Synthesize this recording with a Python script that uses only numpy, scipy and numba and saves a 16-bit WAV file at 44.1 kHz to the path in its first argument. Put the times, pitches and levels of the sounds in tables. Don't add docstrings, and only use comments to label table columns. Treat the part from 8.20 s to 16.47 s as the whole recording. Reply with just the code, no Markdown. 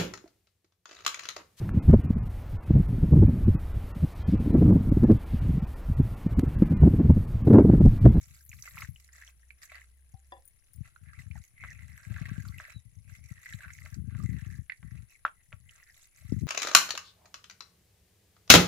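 import sys
import numpy as np
from scipy import signal
from scipy.fft import rfft, irfft, next_fast_len
from scipy.io import wavfile
from scipy.ndimage import uniform_filter1d
from numba import njit

SR = 44100
rng = np.random.default_rng(int(sys.argv[2]) if len(sys.argv) > 2 else 0)


def generate_wav(sig):
    pcm = np.round(np.clip(np.atleast_2d(sig).T, -1, 1) * 32767).astype(np.int16)
    wavfile.write(sys.argv[1], SR, pcm)


N = 364707
T = np.arange(N) / SR


def undb(db):
    return 10 ** (np.asarray(db) / 20)


def unit(x):
    return x / np.sqrt(np.mean(x ** 2))


def sides(pan_db):
    gains = undb(np.array([[pan_db], [-pan_db]]) / 2)
    return gains / gains.mean()


def add(out, s, sound):
    start = max(int(s * SR), 0)
    out[:, start:start + sound.shape[-1]] += sound[..., :max(N - start, 0)]


def colour(x, points):
    hz, db = np.transpose(points)
    size = next_fast_len(N + 8192)
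    size += size % 2
    bins_hz = np.arange(size // 2 + 1) * SR / size
    bins_db = np.interp(np.log(bins_hz + 1), np.log(hz), db)
    cepstrum = irfft(np.log(undb(bins_db)))
    cepstrum[1:size // 2] *= 2
    cepstrum[size // 2 + 1:] = 0
    response = np.exp(rfft(cepstrum))
    return unit(irfft(rfft(x, size) * response)[..., :N])


def even(x, span_s):
    power = np.mean(np.atleast_2d(x) ** 2, axis=0)
    size = max(int(span_s * SR), 8)
    smooth_power = uniform_filter1d(uniform_filter1d(power, size), size)
    return x / np.sqrt(np.abs(smooth_power) + 1e-6)


def walk(rate, size=N):
    hold = int(SR / rate)
    steps = np.repeat(rng.standard_normal(1024), hold)[:size]
    return 1.2 * uniform_filter1d(steps, hold)


def swells(rows, attack_s, release_s, arch_db):
    power = 0
    for start, length, db in rows:
        along = np.clip((T - start) / length, 0, 1)
        before = np.maximum(start - T, 0) / attack_s
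        after = np.maximum(T - start - length, 0) / release_s
        arch = undb(db - arch_db * (2 * along - 1) ** 2)
        power = power + arch ** 2 * np.exp(-2 * np.minimum(before + after, 20))
    return np.sqrt(power)


def pocket(t, hz, cycles, glide):
    age = np.maximum(t, 0) * hz / cycles
    envelope = (age * np.exp(1 - age)) ** 2
    return envelope * np.sin(2 * np.pi * cycles * age * (1 + glide * age))


def grains(count, low_hz, high_hz, cycles, spread_db, wander_db, lag_s, size):
    when, pitch, length, strength, sign = rng.random((count, 5)).T[:, :, None]
    place, lag = rng.standard_normal((count, 2)).T[:, :, None]
    hz = low_hz * (high_hz / low_hz) ** pitch
    level_db = spread_db * np.minimum(-np.log(1 - strength), 5)
    gain = np.sign(sign - .5) * undb(level_db)
    index = (when * N).astype(int) + np.arange(size)
    out = []
    for side in (1, -1):
        t = np.arange(size) / SR - np.maximum(side * lag * lag_s, 0)
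        side_gain = gain * undb(side * place * wander_db / 2)
        rings = side_gain * pocket(t, hz, cycles * (.5 + length), 0.02)
        out.append(np.bincount(index.ravel(), rings.ravel(), N)[:N])
    return np.array(out)


def ring(modes, contact_s, lag_s, rough):
    t = np.maximum(np.arange(SR // 3) / SR - np.array([[0], [lag_s]]), 0)
    sound = 0
    for hz, db, t60 in modes:
        shake = rough * walk(130, size=t.shape[1]) * (1 - np.exp(-t / .006))
        decay = undb(db - 60 * t / t60)
        softening = np.hypot(1, hz * contact_s)
        sound += decay * np.sin(2 * np.pi * hz * t + shake) / softening
    sound *= (1 - np.exp(-t / contact_s)) ** 2
    return sound / np.abs(sound).max()


@njit
def resonance(x, hz, width):
    y, band, low = np.empty(len(x)), 0., 0.
    for i in range(len(x)):
        g, k = np.tan(np.pi * hz[i] / SR), width / hz[i]
        v = (band + g * (x[i] - low)) / (1 + g * (g + k))
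        band, low, y[i] = 2 * v - band, low + 2 * g * v, k * v
    return y


def smear(shared):
    noise = rng.standard_normal((3, N))
    return unit(noise[:2] + shared * noise[2])


# frequency in Hz, relative density in dB.
ROOM_COLOUR = [(25, 15), (70, 9), (160, -9.5), (400, -11.5), (1400, -21), (3000, -16), (7800, -30.5),
               (8900, -21.5), (9900, 5.5), (11200, -10), (15500, -29)]
ROOM_DB = -65.5


def room_air():
    air = undb(ROOM_DB) * colour(rng.standard_normal((2, N)), ROOM_COLOUR)
    high_pass = signal.butter(8, 8800, "high", fs=SR, output="sos")
    right_hiss = signal.sosfiltfilt(high_pass, air[1])
    return np.array([air[0], air[1] - right_hiss])


# start in seconds, length in seconds, rms level in dB.
HUM_SPELLS = [(0, 1.35, -60.5), (1.52, 0.674, -60.5)]
HUM_HZ = 64.6
HUM_ATTACK_S, HUM_RELEASE_S = 0.0092, 0.037


def hum():
    phase = 2 * np.pi * HUM_HZ * T + 2.0 * walk(8.3)
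    level = swells(HUM_SPELLS, HUM_ATTACK_S, HUM_RELEASE_S, 0)
    return np.sqrt(2) * level * np.sin(phase)


def reflections(x, t60_s, wet_db):
    t = np.arange(SR // 3) / SR
    decay = np.exp(-np.log(1000) * t / t60_s) * (t > .002)
    tail = rng.standard_normal((2, len(t))) * decay
    tail /= np.sqrt(np.sum(tail ** 2, axis=1, keepdims=True))
    return undb(wet_db) * signal.fftconvolve(x, tail, axes=1)[:, :N]


# time in seconds, peak level before panning in dB, extra drive of the wall modes in dB.
POT_HITS = [(1.942, -55, -21), (2.121, -34.5, 2.5), (2.166, -50.5, 5)]
# frequency in Hz, relative level in dB, t60 in seconds.
POT_MODES = [(779, 7, 0.15), (350, -6, 0.13), (549, -1, 0.2), (995, 9, 0.09), (1720, -3, 0.11),
             (1860, 2, .06), (2756, -11, 0.13), (3440, 5, 0.055), (4920, -6, 0.08)]
# time in seconds, peak level before panning in dB.
TICKS = [(2.254, -45.5), (2.277, -43), (2.534, -45.5), (2.56, -48.5)]
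# frequency in Hz, relative level in dB, t60 in seconds.
BANGLE_MODES = [(9500, 6, 0.032), (13840, 4, 0.02), (15200, 3, 0.036)]


def knocks():
    out = np.zeros((2, N))
    base, *rim = POT_MODES
    for s, db, rim_db in POT_HITS:
        modes = [base] + [(hz, mode_db + rim_db, t60) for hz, mode_db, t60 in rim]
        clank = ring(modes, 0.0004, 0.00023, rough=0.76 * undb(rim_db / 2))
        add(out, s, undb(db) * sides(3.6) * clank)
    for s, db in TICKS:
        tick = ring(BANGLE_MODES, 0.000073, 0, rough=1.8)
        add(out, s, undb(db) * sides(15.0) * tick)
    return out


def squeak(s, length_s, start_hz, end_hz, db):
    t = np.linspace(0, 1, int(length_s * SR))
    hz = start_hz + (end_hz - start_hz) * t ** 2 + 50 * walk(210)[:len(t)]
    tone = np.sin(2 * np.pi * np.cumsum(hz) / SR)
    out = np.zeros((2, N))
    add(out, s, undb(db) * np.sin(np.pi * t) ** 4 * tone)
    return out


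# frequency in Hz, relative density in dB.
SPRAY_COLOUR = [(4000, -60.5), (8000, -40.5), (9100, -24), (10000, 6.5), (12500, 10.5), (15500, 3)]


def droplets():
    cloud = grains(count=14000, low_hz=8500, high_hz=16000, cycles=1.4, spread_db=4.8, wander_db=6.0,
                   lag_s=.00005, size=48)
    return colour(cloud, SPRAY_COLOUR)


POUR_END_S, POUR_DB, POUR_RELEASE_S = .68, -64.5, .03


def pour():
    stream = swells([(0, POUR_END_S, POUR_DB)], POUR_RELEASE_S, POUR_RELEASE_S, 0)
    flow = stream * undb(5 * walk(45))
    return droplets() * flow * sides(6.1)


# start in seconds, length in seconds, rumble level before trim and panning in dB.
PUSHES = [(0, 0.12, -56), (.27, 0.13, -55), (.55, 0.18, -53), (2.57, 0.052, -49.5), (2.8, 0.096, -52.5),
          (2.98, 0.21, -46.5), (3.41, 0.33, -51.5), (3.87, 0.35, -43.5), (4.24, 0.13, -44),
          (4.53, 0.16, -57.5), (4.75, 0.42, -54.5), (5.32, 0.39, -54), (5.74, 0.21, -39), (5.99, 0.18, -36),
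          (6.21, 0.19, -42), (6.63, 0.19, -45.5), (7.33, 0.15, -62.5), (8.05, 0.058, -47),
          (8.13, 0.23, -34)]
# frequency in Hz, relative density in dB.
RUMBLE_COLOUR = [(25, -48), (45, 1.5), (75, 12), (120, 8), (190, -7), (270, -23.5), (380, -37), (700, -82)]
# time in seconds, peak level before trim, low cut and panning in dB.
THUDS = [(0.686, -32.5), (1.938, -39), (2.606, -32), (3.905, -30), (4.012, -28.5), (4.114, -27.5),
         (4.18, -27), (4.56, -34.5), (5.111, -32.5), (5.342, -32.5), (5.946, -32.5), (7.334, -39.5),
         (8.122, -19.5), (8.233, -23)]
PUSH_ATTACK_S, PUSH_RELEASE_S, PUSH_ARCH_DB = 0.022, 0.024, 0.5
RUMBLE_DB, RESTING_HAND_DB = 0.5, -75.5
JERK_EDGE_HZ, JERK_EDGE_GAIN = 292, 13.3
THUD_HZ, THUD_RISE_HZ = 84.6, 1270


def thuds():
    kicks = rng.standard_normal((2, N)) * (rng.random(N) < 120 / SR)
    jerks = colour(kicks, RUMBLE_COLOUR)
    push = swells(PUSHES, PUSH_ATTACK_S, PUSH_RELEASE_S, PUSH_ARCH_DB) + undb(RESTING_HAND_DB)
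    edge_pass = signal.butter(2, JERK_EDGE_HZ, "high", fs=SR, output="sos")
    edge = -signal.sosfilt(edge_pass, jerks)
    effort = push / push.max()
    shifting = (1 - effort ** 2) * jerks + JERK_EDGE_GAIN * effort * edge
    rumble = even(shifting, 0.11) * push * undb(RUMBLE_DB)
    out, t = np.zeros((2, N)), np.arange(SR // 8) / SR
    for s, db in THUDS:
        hz = THUD_HZ + THUD_RISE_HZ * undb(db)
        add(out, s, undb(db + 0.5) * pocket(t, hz, cycles=0.57, glide=0.0019))
    low_cut = signal.butter(3, 52, "high", fs=SR, output="sos")
    return signal.sosfilt(low_cut, out + rumble) * sides(48.6)


# frequency in Hz, relative level in dB, t60 in seconds.
BOWL_MODES = [(610, -11, .055), (914, -10, .03), (1140, -7, .05), (1345, 0, .045), (1590, -1, .05),
              (2010, -6, .05), (2650, -5, .015), (3850, -5, .012)]
BOWL_SLAP_DB, BOWL_RUB_DB = -11, 2


def wall(x):
    rings = np.zeros((2, N))
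    for hz, db, t60 in BOWL_MODES:
        width_hz = np.log(1000) / np.pi / t60
        for side in (0, 1):
            rings[side] += undb(db) * resonance(x[side], np.full(N, float(hz)), width_hz)
    return x + undb(BOWL_RUB_DB) * rings


# time in seconds, peak of the air clap in dB, pitch of the air trapped under the lump in Hz.
SLAPS = [(3.4375, -32, 1650), (3.4474, -37, 1550), (4.4005, -31, 1650), (5.66, -36, 1850),
         (5.95, -41, 1700), (6.629, -43, 1900), (7.0509, -12.7, 1330), (7.0622, -28, 1450),
         (7.079, -39, 2400), (7.322, -47, 1400), (7.3272, -34, 2300)]
# frequency in Hz, relative density in dB.
SPATTER_COLOUR = [(300, -21), (600, 0.5), (2400, -1.5), (3300, -3.5), (4200, -18), (9000, -27.5)]
SPATTER_DB, SPATTER_DECAY_S = -36, .03


def slaps():
    out, spatter = np.zeros((2, 2, N))
    t = np.arange(SR // 3) / SR
    for s, db, air_hz in SLAPS:
        modes = [(hz, mode_db + 2 * rng.standard_normal(), t60) for hz, mode_db, t60 in BOWL_MODES]
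        clap = pocket(t, air_hz, cycles=1.15, glide=0)
        bowl = undb(BOWL_SLAP_DB) * ring(modes, .0006, 0, rough=.5)
        add(out, s, undb(db) * (clap + bowl))
        size = np.sqrt(undb(db))
        add(spatter, s, size * np.exp(-t / (SPATTER_DECAY_S * size)))
    return out + undb(SPATTER_DB) * spatter * colour(smear(0.33), SPATTER_COLOUR)


# time in seconds, level before trim and panning in dB, pitch in Hz, left minus right in dB.
POPS = [(0.293, -36, 6720, -5.5), (0.316, -39, 2480, 0.5), (0.329, -37, 2100, 1.5),
        (0.4235, -30, 5940, -8.0), (0.475, -39, 1350, -2.5), (0.571, -35, 1290, -1),
        (0.5795, -33, 2300, -1.5), (0.599, -41, 1250, 0), (0.62, -29, 2130, 0), (0.622, -36, 1300, 0),
        (0.647, -35, 1830, 0), (0.76, -42, 2840, 3.0), (0.889, -47, 1910, -7), (1.022, -37, 1750, -1.0),
        (1.0354, -42, 1890, 0), (1.076, -42, 3140, -4.0), (1.231, -53, 1850, 9), (1.305, -36, 2300, -6.0),
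        (1.426, -40, 4860, 0), (2.761, -43, 1420, -5.5), (3.112, -38.5, 2280, -6.5), (3.155, -48, 832, 0.5),
        (3.5044, -40, 5900, -2.5), (3.963, -34, 1620, -0.5), (3.9815, -37, 1630, -0.5),
        (4.055, -32, 1910, 3.5), (4.2514, -41, 1360, -2.5), (4.285, -41, 4370, -.5), (4.383, -38, 2670, -4),
        (5.2585, -35, 1980, 5.0), (5.265, -35, 1880, 6.5), (5.336, -37, 3800, -2.5),
        (5.406, -39, 1600, -1.5), (5.449, -38, 1520, -2.5), (5.504, -35, 2000, -5.0),
        (5.5867, -40, 1910, -2.0), (6.497, -22.5, 2030, -5.0), (6.52, -27, 1940, -9.0),
        (7.493, -43, 2900, -6.5)]


def pops():
    out, t = np.zeros((2, N)), np.arange(SR // 25) / SR
    splutter, spit = np.zeros((2, 2, N))
    for s, db, hz, pan_db in POPS:
        lag = np.array([[abs(pan_db) * .035 / hz], [0]])
        smack = pocket(t - lag, hz, cycles=1.8 + hz / 2500, glide=.005)
        for delay, size in rng.random((2, 2)):
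            neighbour_hz = hz * 1.6 ** (size - .5)
            smack += undb(-9) * pocket(t - lag - .006 * delay, neighbour_hz, cycles=2, glide=0)
        add(out, s, undb(db - 2.5) * sides(pan_db) * smack)
        burst = undb(db) * np.exp(-t / .003)
        add(splutter, s + 0.00094, burst / (1 + (hz / 3500) ** 4))
        add(spit, s + .001, burst * (hz / 6000) ** 2)
    out += undb(-16.5) * splutter * colour(smear(0.47), SQUELCH_COLOUR)
    return out + undb(-28.0) * spit * colour(smear(0.99), SPRAY_COLOUR)


SLIP_RATE, SLIP_DECAY_S, SLIP_SPREAD_DB, SLIDE_SHARE = 55, .007, 4.3, .5


def slips():
    gap, size = rng.standard_normal((1024, 2)).T
    when = (np.cumsum(np.exp(gap / 2)) * SR / SLIP_RATE).astype(int)
    kicks = np.bincount(when, undb(SLIP_SPREAD_DB * size), N)[:N]
    flurries = signal.lfilter([1], [1, -np.exp(-1 / (SLIP_DECAY_S * SR))], kicks)
    return SLIDE_SHARE + uniform_filter1d(flurries, SR // 1000)


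HOLLOW_WIDTH_HZ, HOLLOW_DB, HOLLOW_SINK, HOLLOW_ROAM = 180, 7.5, .22, .06


def hollows(x, centre_hz, width_hz, boost_db, roam):
    hz = np.minimum(centre_hz * np.exp(roam * walk(22)), SR / 3)
    openness = undb(boost_db + 8 * walk(11))
    return x + openness * np.array([resonance(side, hz, float(width_hz)) for side in x])


# start in seconds, length in seconds, squelch level in dB, level of the tearing wet films in dB
# (both before the layer gains), middle pitch of the hollow in Hz.
SQUEEZES = [(0, .22, -72.5, -67, 1530), (0.32, 0.21, -68.5, -66.5, 2240), (0.451, 0.045, -53, -67, 2000),
            (0.535, 0.12, -53.5, -59.5, 1800), (0.753, 0.12, -82, -71.5, 2140),
            (0.929, 0.16, -61, -67.5, 1660), (1.432, 0.012, -52.5, -53, 1750),
            (1.503, 0.11, -52, -70.5, 1970), (2.657, 0.021, -59, -70.5, 1580),
            (2.871, 0.067, -58, -88, 1620), (2.955, 0.08, -56, -74, 2040), (3.159, 0.02, -58, -67, 1650),
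            (3.216, 0.063, -74, -72, 2200), (3.38, 0.07, -55, -99, 2130), (3.421, 0.11, -51, -74.5, 1880),
            (3.528, 0.13, -60, -81, 2150), (3.682, 0.26, -59.5, -72, 1700), (3.903, 0.33, -54.5, -71, 1770),
            (4.261, 0.046, -62, -64, 1280), (4.338, 0.19, -53.5, -68, 1900), (4.893, 0.092, -61, -70, 2130),
            (5.043, 0.3, -62, -73, 1930), (5.224, 0.16, -52, -65.5, 2200), (5.415, 0.089, -50.5, -70, 1530),
            (5.524, .23, -60.5, -67.5, 1870), (5.9, 0.15, -64, -111, 1410), (5.968, 0.41, -59, -72.5, 1850),
            (6.66, 0.15, -65, -88, 1760), (6.898, 0.072, -65.5, -73, 2340),
            (7.204, 0.01, -65.5, -113, 2000), (7.483, 0.26, -63, -76, 1790),
            (7.73, 0.13, -70.5, -69.5, 3780), (7.953, 0.27, -67, -71, 2100)]


def hollow_pitch():
    times = [s for start, length, *_ in SQUEEZES for s in (start, start + length)]
    pitches = [row[-1] * np.exp(way * HOLLOW_SINK / 2) for row in SQUEEZES for way in (1, -1)]
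    return np.interp(T, np.maximum.accumulate(times), pitches)


# frequency in Hz, relative density in dB.
SQUELCH_COLOUR = [(200, -37.5), (600, -9.5), (900, -22), (1170, -5), (1540, -2.5), (2050, 7.5), (2600, 1.5),
                  (3150, -6), (4200, -2), (9000, -55)]
# frequency in Hz, relative density in dB.
FILMS_COLOUR = [(900, -37), (2200, 7.5), (3200, -15.5), (4000, -6), (4800, -5.5), (6300, 2.5), (7800, 4.5),
                (8900, -3.5), (11000, -47)]
SQUEEZE_ATTACK_S, SQUEEZE_RELEASE_S, SQUEEZE_ARCH_DB = 0.016, 0.017, 5
FILM_ATTACK_S, FILM_RELEASE_S, FILM_ARCH_DB = 0.0071, 0.013, 0.5
CREEP_SQUELCH_DB, CREEP_FILMS_DB = -81.5, -80
SQUELCH_DB, FILMS_DB, SPRAY_DB = 1.7, 3, -3.5


def batter():
    bursts = grains(count=10000, low_hz=600, high_hz=3200, cycles=1.9, spread_db=3.7, wander_db=6.0,
                    lag_s=.00018, size=340)
    snaps = grains(count=9000, low_hz=2800, high_hz=9000, cycles=2.6, spread_db=3.8, wander_db=5.0,
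                   lag_s=.0001, size=180)
    slip = slips()
    squelch = slip * (colour(bursts, SQUELCH_COLOUR) + colour(smear(1), SQUELCH_COLOUR) / 2)
    films = slip * (colour(snaps, FILMS_COLOUR) + colour(smear(0.33), FILMS_COLOUR) / 2)
    squelch = hollows(squelch, hollow_pitch(), HOLLOW_WIDTH_HZ, HOLLOW_DB, HOLLOW_ROAM)
    squelch = wall(squelch)
    start, length, squelch_db, films_db, _ = np.transpose(SQUEEZES)
    pressing = swells(zip(start, length, squelch_db), SQUEEZE_ATTACK_S, SQUEEZE_RELEASE_S, SQUEEZE_ARCH_DB)
    pressing += undb(CREEP_SQUELCH_DB)
    tearing = swells(zip(start, length, films_db), FILM_ATTACK_S, FILM_RELEASE_S, FILM_ARCH_DB)
    tearing += undb(CREEP_FILMS_DB)
    out = even(squelch, 0.057) * pressing * undb(SQUELCH_DB)
    out += even(films, 0.39) * tearing * undb(FILMS_DB) * sides(-3.0)
    spray = even(slip * droplets(), 0.086) * tearing * undb(SPRAY_DB)
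    return out + spray * sides(8.0)


LEFT_LAG_S = .00007


def scene():
    left, right = batter()
    kneading = np.array([np.roll(left, int(LEFT_LAG_S * SR)), right])
    close = kneading + pops() + slaps() + knocks() + pour()
    close += squeak(s=4.5, length_s=.13, start_hz=4000, end_hz=3600, db=-59)
    tail = reflections(close, t60_s=.15, wet_db=-12.5)
    return close + tail + thuds() + hum() + room_air()


TOP_HZ = 15800


def record(dry):
    return signal.sosfilt(signal.ellip(8, .2, 70, TOP_HZ, fs=SR, output="sos"), dry)


dry = scene()
out = record(dry)
generate_wav(out)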